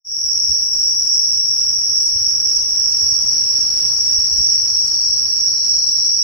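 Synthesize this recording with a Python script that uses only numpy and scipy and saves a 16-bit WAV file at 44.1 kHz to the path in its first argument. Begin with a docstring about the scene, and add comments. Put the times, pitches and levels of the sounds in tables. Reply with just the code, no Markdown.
"""A cicada chorus drones and surges in backyard trees: tymbal clicks ringing in air sacs,
smeared by foliage. Lower singers join one by one; a thin whine enters late. One insect chirps
in time; a cluster of squeaks and a few sharp ticks come from the garden. Underneath: soft
bumps and rustles on a hand-held microphone, distant traffic, a low rumble and a faint hum."""
import sys
import numpy as np
from scipy import signal
from scipy.fft import rfft, irfft, next_fast_len
from scipy.io import wavfile
from scipy.ndimage import map_coordinates

SR = 44100
rng = np.random.default_rng(int(sys.argv[2]) if len(sys.argv) > 2 else 0)


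def transcribe(u):
    """Save the signal u as a 16-bit wav file named by the first command-line argument.

    u: samples, shape (n,) or (channels, n), limited to [-1, 1]; the rate is SR.
    q: integer samples, one column per channel.
    """
    v = np.clip(np.atleast_2d(u).T, -1, 1)
    q = np.round(v * 32767).astype(np.int16)
    wavfile.write(sys.argv[1], SR, q)


N = 274743
T = np.arange(N) / SR


def chorus(level_db=-15.5, overtone_rel_db=-33.2, rasp_rel_db=-26, overtone_throb=.45):
    """Far cicadas blur into a drone; near ones flutter through it, clearest in the overtones."""
    # air sac resonances per side: centre_hz, width_hz, level_db
    left_sacs = [(5060, 260, -23), (5450, 430, -5.6), (5575, 190, -1.2), (5738, 160, 0), (5870, 110, -13)]
    right_sacs = [(5060, 260, -22.5), (5440, 430, -7), (5572, 160, 0), (5735, 135, -.2)]
    # their octave overtones: centre_hz, width_hz, level_db
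    overtone_modes = [(10980, 980, -4.5), (11135, 100, -.5), (11420, 330, -5), (11490, 150, 1)]
    # broad tymbal rasp: freq_hz, density_db
    rasp_spectrum = [(3800, -46), (4400, -8.5), (4800, -6), (5300, -1), (6200, -5), (6700, -5.5),
                     (7300, -14.5), (8100, -23), (10000, -14), (12000, -23), (12600, -25), (15300, -19.5)]
    far = unit(sum(garden(tymbal(hz, drift=.007, scatter_s=.00007, rib_gap_s=.0035, ribs=6))
                   for hz in (38.22, 39.26, 40.94, 42.1, 42.92, 44.4)))
    near = np.array([tymbal(hz, drift=.04, scatter_s=.0002, rib_gap_s=.0014, ribs=7) for hz in (41, 39)])
    ringing = amp(2) * even_singers()
    left, right = far + ringing + amp(-3.5) * near
    sides = np.array([resonate(left, left_sacs), resonate(right, right_sacs)])
    drone = steadied(sides) * amp([[-.3], [.4]])
    ahead = tymbal(37.7, drift=.04, scatter_s=.000291, rib_gap_s=.0017, ribs=12)
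    overtones = steadied(resonate(ringing + amp(-3) * ahead, overtone_modes)) * pan(-3.4)
    rasp = steadied(filtered(far, lambda hz: amp(along(rasp_spectrum, hz)))) * pan(.8)
    throb_db = surges() + .5 * wobble(10)
    dulling_db = 2 * ramp(centre_s=4.8, length_s=.4)
    overtone_db = overtone_rel_db - dulling_db + overtone_throb * throb_db
    rasp_db = rasp_rel_db + .76 * wobble(13)
    return amp(level_db) * (amp(throb_db) * drone + amp(overtone_db) * overtones + amp(rasp_db) * rasp)


def tymbal(stroke_hz, drift, scatter_s, rib_gap_s, ribs):
    """Each muscle stroke buckles a row of ribs, one click per rib."""
    cycles = rng.random() + np.cumsum(stroke_hz * (1 + drift * wobble(2))) / SR
    strokes_s = np.interp(np.arange(1, int(cycles[-1])), cycles, T)
    rib_delays_s = np.cumsum(rib_gap_s * rng.uniform(.5, 1.5, ribs))
    jitter_s = scatter_s * rng.standard_normal((len(strokes_s), ribs))
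    at_samples = SR * (strokes_s[:, None] + rib_delays_s + jitter_s).reshape(-1, 1)
    taps = np.floor(at_samples) + np.arange(-7, 9)
    clicks = amp(rng.normal(0, 1.63, at_samples.shape)) * np.sinc(taps - at_samples)
    indices = np.clip(taps, 0, N).astype(int)
    return unit(np.bincount(indices.ravel(), clicks.ravel(), N + 1)[:N])


def even_singers():
    """Tymbals beating so regularly that their buzz has a ringing pitch."""
    clicks = sum(tymbal(hz, drift=.0026, scatter_s=.00001, rib_gap_s=.003, ribs=2)
                 for hz in (40.6, 42.9, 44.3))
    return unit(garden(clicks))


def surges(half_length_s=.088):
    """Chorus level per side, dB about its mean: roughly three surges a second."""
    # surges: centre_s, height_db, side (-1 left, 1 right)
    peaks = [(.32, 2.8, 1), (.46, 2.4, -1), (.54, 3, 1), (.68, 1.5, -1), (.88, 2.3, 1), (.92, 2.5, -1),
             (1.15, 3.2, 1), (1.18, 3, -1), (1.34, 2.6, 1), (1.44, 1.8, -1), (1.56, 2, 1), (1.61, 1.4, -1),
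             (1.7, 1.9, 1), (1.95, 3.8, 1), (1.96, 2, -1), (2.26, 1.8, -1), (2.3, 3.3, 1), (2.5, 3.8, 1),
             (2.56, 1.1, -1), (2.85, 3.5, 1), (3, 1.4, -1), (3.05, 3, 1), (3.17, 2.8, 1), (3.3, 1.8, -1),
             (3.36, 2.1, 1), (3.57, 2.8, 1), (3.58, 1.6, -1), (3.85, 2.3, 1), (3.97, 1.8, -1),
             (4.16, 4.3, 1), (4.2, 2.6, -1), (4.41, 1.8, -1), (4.47, 4, 1), (4.57, 2.2, -1), (4.74, 2.5, 1),
             (4.8, 2.3, -1), (4.96, 2.1, 1), (5.03, 1.3, -1), (5.2, 2.2, 1), (5.45, 3.8, 1),
             (5.54, 1.4, -1), (5.73, 3.8, 1), (5.8, 3, -1), (5.96, 3.8, 1), (6.04, 2.4, -1), (6.22, 3.7, 1)]
    level_db = np.zeros((2, N))
    for centre_s, height_db, side in peaks:
        level_db[int(side > 0)] += height_db * bell(T - centre_s, half_length_s)
    return level_db - level_db.mean(axis=1, keepdims=True)


def steadied(x, window_s=.12, strength=.62):
    """Evens each side's loudness, as singers and echoes fill each other's gaps."""
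    window = np.hanning(round(window_s * SR))
    power = signal.fftconvolve(x ** 2, window[None] / window.sum(), "same", axes=1)
    return unit(x / np.abs(power) ** (strength / 2))


def garden(x):
    """Leaves and walls scatter a sound into a different tail per side."""
    # echo decay: freq_hz, t60_s
    decay = [(4000, 0.79), (9000, 0.35), (15000, 0.98)]
    hz, t, noise = signal.stft(rng.standard_normal((2, SR // 2)), SR, nperseg=256)
    tail = signal.istft(noise * amp(-60 * t / along(decay, hz)[:, None]), SR, nperseg=256)[1]
    return signal.fftconvolve(x[None], tail / np.linalg.norm(tail[0]), axes=1)[:, :N]


def lower_singers(rise_s=.13, push_db=4, settle_s=.2):
    """Lower cicadas enter in turn with a push, settle and keep singing."""
    # singers: entry_s, level_db, pitch_hz, width_hz, pan_db
    entries = [(0, -55, 4640, 300, 2), (.33, -50.5, 4400, 105, 2), (1.97, -51, 4425, 125, 3),
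               (2.9, -43, 4455, 145, 4), (3.03, -45, 4995, 130, -5), (3.48, -44, 4650, 380, 4),
               (4.24, -43.5, 4420, 80, 6), (4.36, -41, 5080, 160, -4), (4.8, -43.5, 4620, 360, 4)]
    out = np.zeros((2, N))
    for entry_s, level_db, pitch_hz, width_hz, pan_db in entries:
        clicks = tymbal(rng.uniform(40, 45), drift=.016, scatter_s=.0001, rib_gap_s=.002, ribs=5)
        song = steadied(resonate(garden(clicks) + amp(-7) * clicks, [(pitch_hz, width_hz, 0)]))
        joining = ramp(entry_s, rise_s) * amp(push_db * np.exp(-since(entry_s) / settle_s))
        out += amp(level_db + wobble(4)) * joining * song * pan(pan_db)
    return out


def late_singer(pitch_hz=4080, stroke_hz=44.85, width_hz=52, jitter_hz=10, sag_hz_per_s=110, edge_s=.035):
    """Thin whine, right: a sinking resonance picks out a few overtones of the muscle strokes."""
    # phrases, soft-loud-soft: start_s, end_s, level_db
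    phrases = [(3.78, 5.52, -60), (5.52, 5.675, -47), (5.705, 5.89, -45.5), (5.89, 6.05, -47),
               (6.05, 6.4, -53.5)]
    envelope = sum(amp(level_db) * ramp(start_s, edge_s) * (1 - ramp(end_s, edge_s))
                   for start_s, end_s, level_db in phrases)
    centre_hz = pitch_hz - sag_hz_per_s * since(5.55)
    stroke_rad = phase(stroke_hz * (1 + jitter_hz / pitch_hz * wobble(30)))
    harmonics = round(pitch_hz / stroke_hz) + np.arange(-4, 4)
    buzz = sum(np.sin(k * stroke_rad + 2 * np.pi * rng.random()) * bell(k * stroke_hz - centre_hz, width_hz)
               for k in harmonics)
    whine = envelope * amp(1.2 * wobble(15)) * unit(buzz)
    return (whine + amp(-5) * garden(whine)) * amp([[-4], [1]])


def chirper(first_s=2.9, period_s=.358, half_length_s=.021, level_db=-42.5, count=9):
    """One insect's short, high, evenly spaced rasps."""
    envelope = sum(bell(T - centre_s, half_length_s) for centre_s in first_s + period_s * np.arange(count))
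    clicks = tymbal(200, drift=.017, scatter_s=.00029, rib_gap_s=.00101, ribs=2)
    return amp(level_db) * envelope * resonate(garden(clicks), [(6640, 190, 0)])


def squeaks(hoarseness=.0228, echo_db=-14):
    """A quick cluster of thin, hoarse gliding notes."""
    # notes: centre_s, length_s, start_hz, end_hz, level_db
    glides = [(2.582, .024, 6080, 5960, -26), (2.585, .022, 5120, 4780, -23.5),
              (2.608, .016, 4780, 4720, -30), (2.617, .038, 6030, 6080, -27)]
    notes = np.zeros(N)
    for centre_s, length_s, start_hz, end_hz, level_db in glides:
        progress = np.clip((T - centre_s) / length_s + .5, 0, 1)
        pitch_hz = (start_hz + (end_hz - start_hz) * progress) * (1 + hoarseness * wobble(700))
        notes += amp(level_db) * np.sin(np.pi * progress) * np.sin(phase(pitch_hz))
    return notes + amp(echo_db) * garden(notes)


def ticks(width_hz=1500, gain_db=-4.5, faint_count=8):
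    """Dry snaps, each with a short crumble; farther ones trail off as diffuse hiss."""
    # sharp ticks: start_s, level_db, centre_hz, pan_db, echo_db
    sharp = [(0.5755, -34, 7950, 0, -17), (1.1393, -26, 6700, -15, -38), (1.1442, -26.5, 6800, -13, -34),
             (2.0223, -24, 8900, 11, -15.5), (2.0291, -31, 8900, 9, -15), (2.557, -26, 7050, -11, -29),
             (2.5605, -26.5, 7100, -15, -33), (3.7808, -28, 9200, -9, -15), (3.789, -39, 9000, 4, -16),
             (3.864, -30, 8800, -11, -16), (4.8633, -26.5, 7050, 12, -16), (4.8744, -27.5, 6950, 12, -30),
             (4.8773, -25, 7240, 10, -38), (5.2208, -33, 7000, 14, -29), (6.1693, -27.5, 8000, 11, -26),
             (6.172, -29, 8000, 7, -24)]
    # faint tick, randomly timed: level_db, centre_hz, pan_db, echo_db
    faint_tick = (-43, 8299, -2, -23)
    # brittle opening crack: freq_hz, density_db
    crack_spectrum = [(3500, -27), (6500, 5.5), (10000, -4), (12000, -18), (15000, -22)]
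    out = np.zeros((2, N + SR))
    t = np.arange(SR // 2) / SR
    hz = np.fft.rfftfreq(len(t), 1 / SR)
    decay = lambda start_db, t60_s: amp(start_db - 60 * t / t60_s)
    noise = lambda shape, response: unit(irfft(rfft(rng.standard_normal(shape)) * response, len(t)))
    faint = [(start_s, *faint_tick) for start_s in rng.uniform(0, T[-1], faint_count)]
    for start_s, level_db, centre_hz, pan_db, echo_db in sharp + faint:
        hiss = noise((3, len(t)), 1 / (1 + ((hz - centre_hz) / width_hz) ** 2))
        snap = decay(0, t60_s=.005) * np.sin(2 * np.pi * centre_hz * t)
        crumble = decay(-18, t60_s=.055) * hiss[0]
        crack = decay(-3, t60_s=.006) * noise(len(t), amp(along(crack_spectrum, hz)))
        echo = decay(echo_db, t60_s=.7) * hiss[1:]
        tick = (snap + crumble + crack) * pan(pan_db) + echo
        onset = round(start_s * SR)
        out[:, onset:onset + len(t)] += amp(level_db + gain_db) * tick
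    return out[:, :N]


def bumps(grit_db=-12):
    """Soft, dull thuds as the microphone is moved."""
    # thuds: start_s, peak_db, rise_s, pitch_hz
    thuds = [(.487, -31, .013, 66), (2.152, -33, .008, 88), (2.21, -39, .008, 90), (3.025, -33, .008, 75),
             (3.115, -35, .008, 65), (3.238, -42, .008, 190), (4.178, -29.5, .007, 60),
             (4.322, -35.5, .016, 70), (4.38, -28.5, .013, 62)]
    out = np.zeros((2, N))
    grit = amp(grit_db) * rush([(15, -2), (40, 2), (80, -4), (130, 3), (220, -3), (500, -42)])
    for start_s, peak_db, rise_s, pitch_hz in thuds:
        t = since(start_s)
        envelope = amp(peak_db) * t / rise_s * np.exp(1 - t / rise_s)
        out += envelope * (np.sin(2 * np.pi * pitch_hz * t) + grit)
    return out


def rustles():
    """Brief scuffs of the moving microphone: a swish over a low body."""
    # scuffs: centre_s, level_db, half_length_s, body_rel_db
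    scuffs = [(3.785, -46.5, .02, -6), (3.838, -51, .018, 3), (3.87, -52, .025, -3), (4.535, -54, .025, -2),
              (4.94, -55, .03, -5)]
    swish = rush([(650, -11), (1500, -8), (3600, 4), (9000, -35), (15000, -32)])
    body = rush([(100, -12), (220, 5), (650, -4), (1200, -18), (4000, -45)])
    return sum(amp(level_db) * bell(T - centre_s, half_length_s) * (swish + amp(body_rel_db) * body)
               for centre_s, level_db, half_length_s, body_rel_db in scuffs)


def traffic(closest_s=3.69, half_power_s=1.48, pass_db=-43.5, steady_db=-52.5,
            rumble_db=-45.5, hum_db=-50.2, hum_hz=104.6):
    """Far traffic nears and recedes; a low rumble and a wavering hum swell with it."""
    # traffic rush and low rumble: freq_hz, density_db
    rush_spectrum = [(80, -21), (220, -2.5), (400, -4.5), (700, -3), (1200, -6), (2000, -9.5),
                     (3300, -11.5), (5000, -7), (9000, -26.5), (16000, -42)]
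    rumble_spectrum = [(15, -2.5), (30, 2.5), (62, -1.5), (100, -3.5), (160, -9.5), (260, -19.5),
                       (500, -49)]
    nearness = 1 / (1 + ((T - closest_s) / half_power_s) ** 2)
    level = np.sqrt(amp(steady_db) ** 2 + amp(pass_db) ** 2 * nearness)
    swell = level / level.max()
    hum_gain = amp(hum_db + 1.3 * wobble(2.86)) * swell ** 1.1
    hum = hum_gain * np.sin(phase(hum_hz + 1.41 * wobble(4.5)))
    road = level * rush(rush_spectrum)
    rumble = amp(rumble_db) * swell ** .46 * rush(rumble_spectrum)
    return road + rumble + hum


def rush(spectrum):
    """Stereo noise from (freq_hz, density_db) points; rms 1, sides alike in the bass."""
    # left-right likeness: freq_hz, correlation
    likeness = [(60, 0.64), (150, 0.93), (330, 0.52), (500, -0.079), (770, -0.4), (1200, 0.058),
                (4000, -0.023)]

    def response(hz):
        spread_rad = np.arccos(np.clip(along(likeness, hz), -1, 1)) / 2
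        return amp(along(spectrum, hz)) * [np.cos(spread_rad), np.sin(spread_rad)]

    mid, side = filtered(rng.standard_normal((2, N)), response)
    return unit(np.array([mid + side, mid - side]))


def resonate(x, modes):
    """x through steep-sided resonances (centre_hz, width_hz, level_db); rms 1."""
    power = lambda hz: sum(amp(level_db) ** 2 / (1 + 2 * ((hz - centre_hz) / width_hz) ** 2) ** 4
                           for centre_hz, width_hz, level_db in modes)
    return unit(filtered(x, lambda hz: np.sqrt(power(hz))))


def filtered(x, response):
    """x through the gain curve response(hz)."""
    size = next_fast_len(N + SR // 4)
    return irfft(rfft(x, size) * response(np.fft.rfftfreq(size, 1 / SR)), size)[..., :N]


def along(points, hz):
    """Interpolates (freq_hz, value) points on a log axis."""
    freq_hz, values = np.transpose(points)
    return np.interp(np.log(hz + 1), np.log(freq_hz + 1), values)


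def wobble(knots_per_s):
    """Smooth random curve."""
    return map_coordinates(rng.standard_normal(int(N * knots_per_s / SR) + 4), [T * knots_per_s])


def ramp(centre_s, length_s):
    """Smooth step, 0 to 1."""
    return .5 + .5 * np.sin(np.pi * np.clip((T - centre_s) / length_s, -.5, .5))


def bell(offset, half_width):
    """Gaussian, 1/e at half_width."""
    return np.exp(-(offset / half_width) ** 2)


def since(start_s):
    """Seconds elapsed, 0 before the start."""
    return np.maximum(T - start_s, 0)


def phase(hz):
    """Running phase, rad."""
    return 2 * np.pi * np.cumsum(hz) / SR


def pan(pan_db):
    """Stereo gains, left over right by pan_db."""
    return amp([[pan_db / 2], [-pan_db / 2]])


def amp(db):
    """dB to gain."""
    return 10 ** (np.asarray(db) / 20)


def unit(x):
    """Scales to rms 1."""
    return x / np.sqrt(np.mean(x ** 2) + 1e-20)


def scene():
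    """Insects over the quiet yard."""
    insects = chorus() + lower_singers() + late_singer() + chirper()
    return insects + squeaks() + ticks() + traffic() + bumps() + rustles()


def record(dry, fade_start_s=.044, fade_rise_s=.128, floor_db=-63, top_hz=15500):
    """Input fade-in, then a hard band limit."""
    fade = 1 - np.exp(-since(fade_start_s) / fade_rise_s)
    return filtered(dry * np.maximum(fade, amp(floor_db)), lambda hz: hz < top_hz)


dry = scene()
out = record(dry)
transcribe(out)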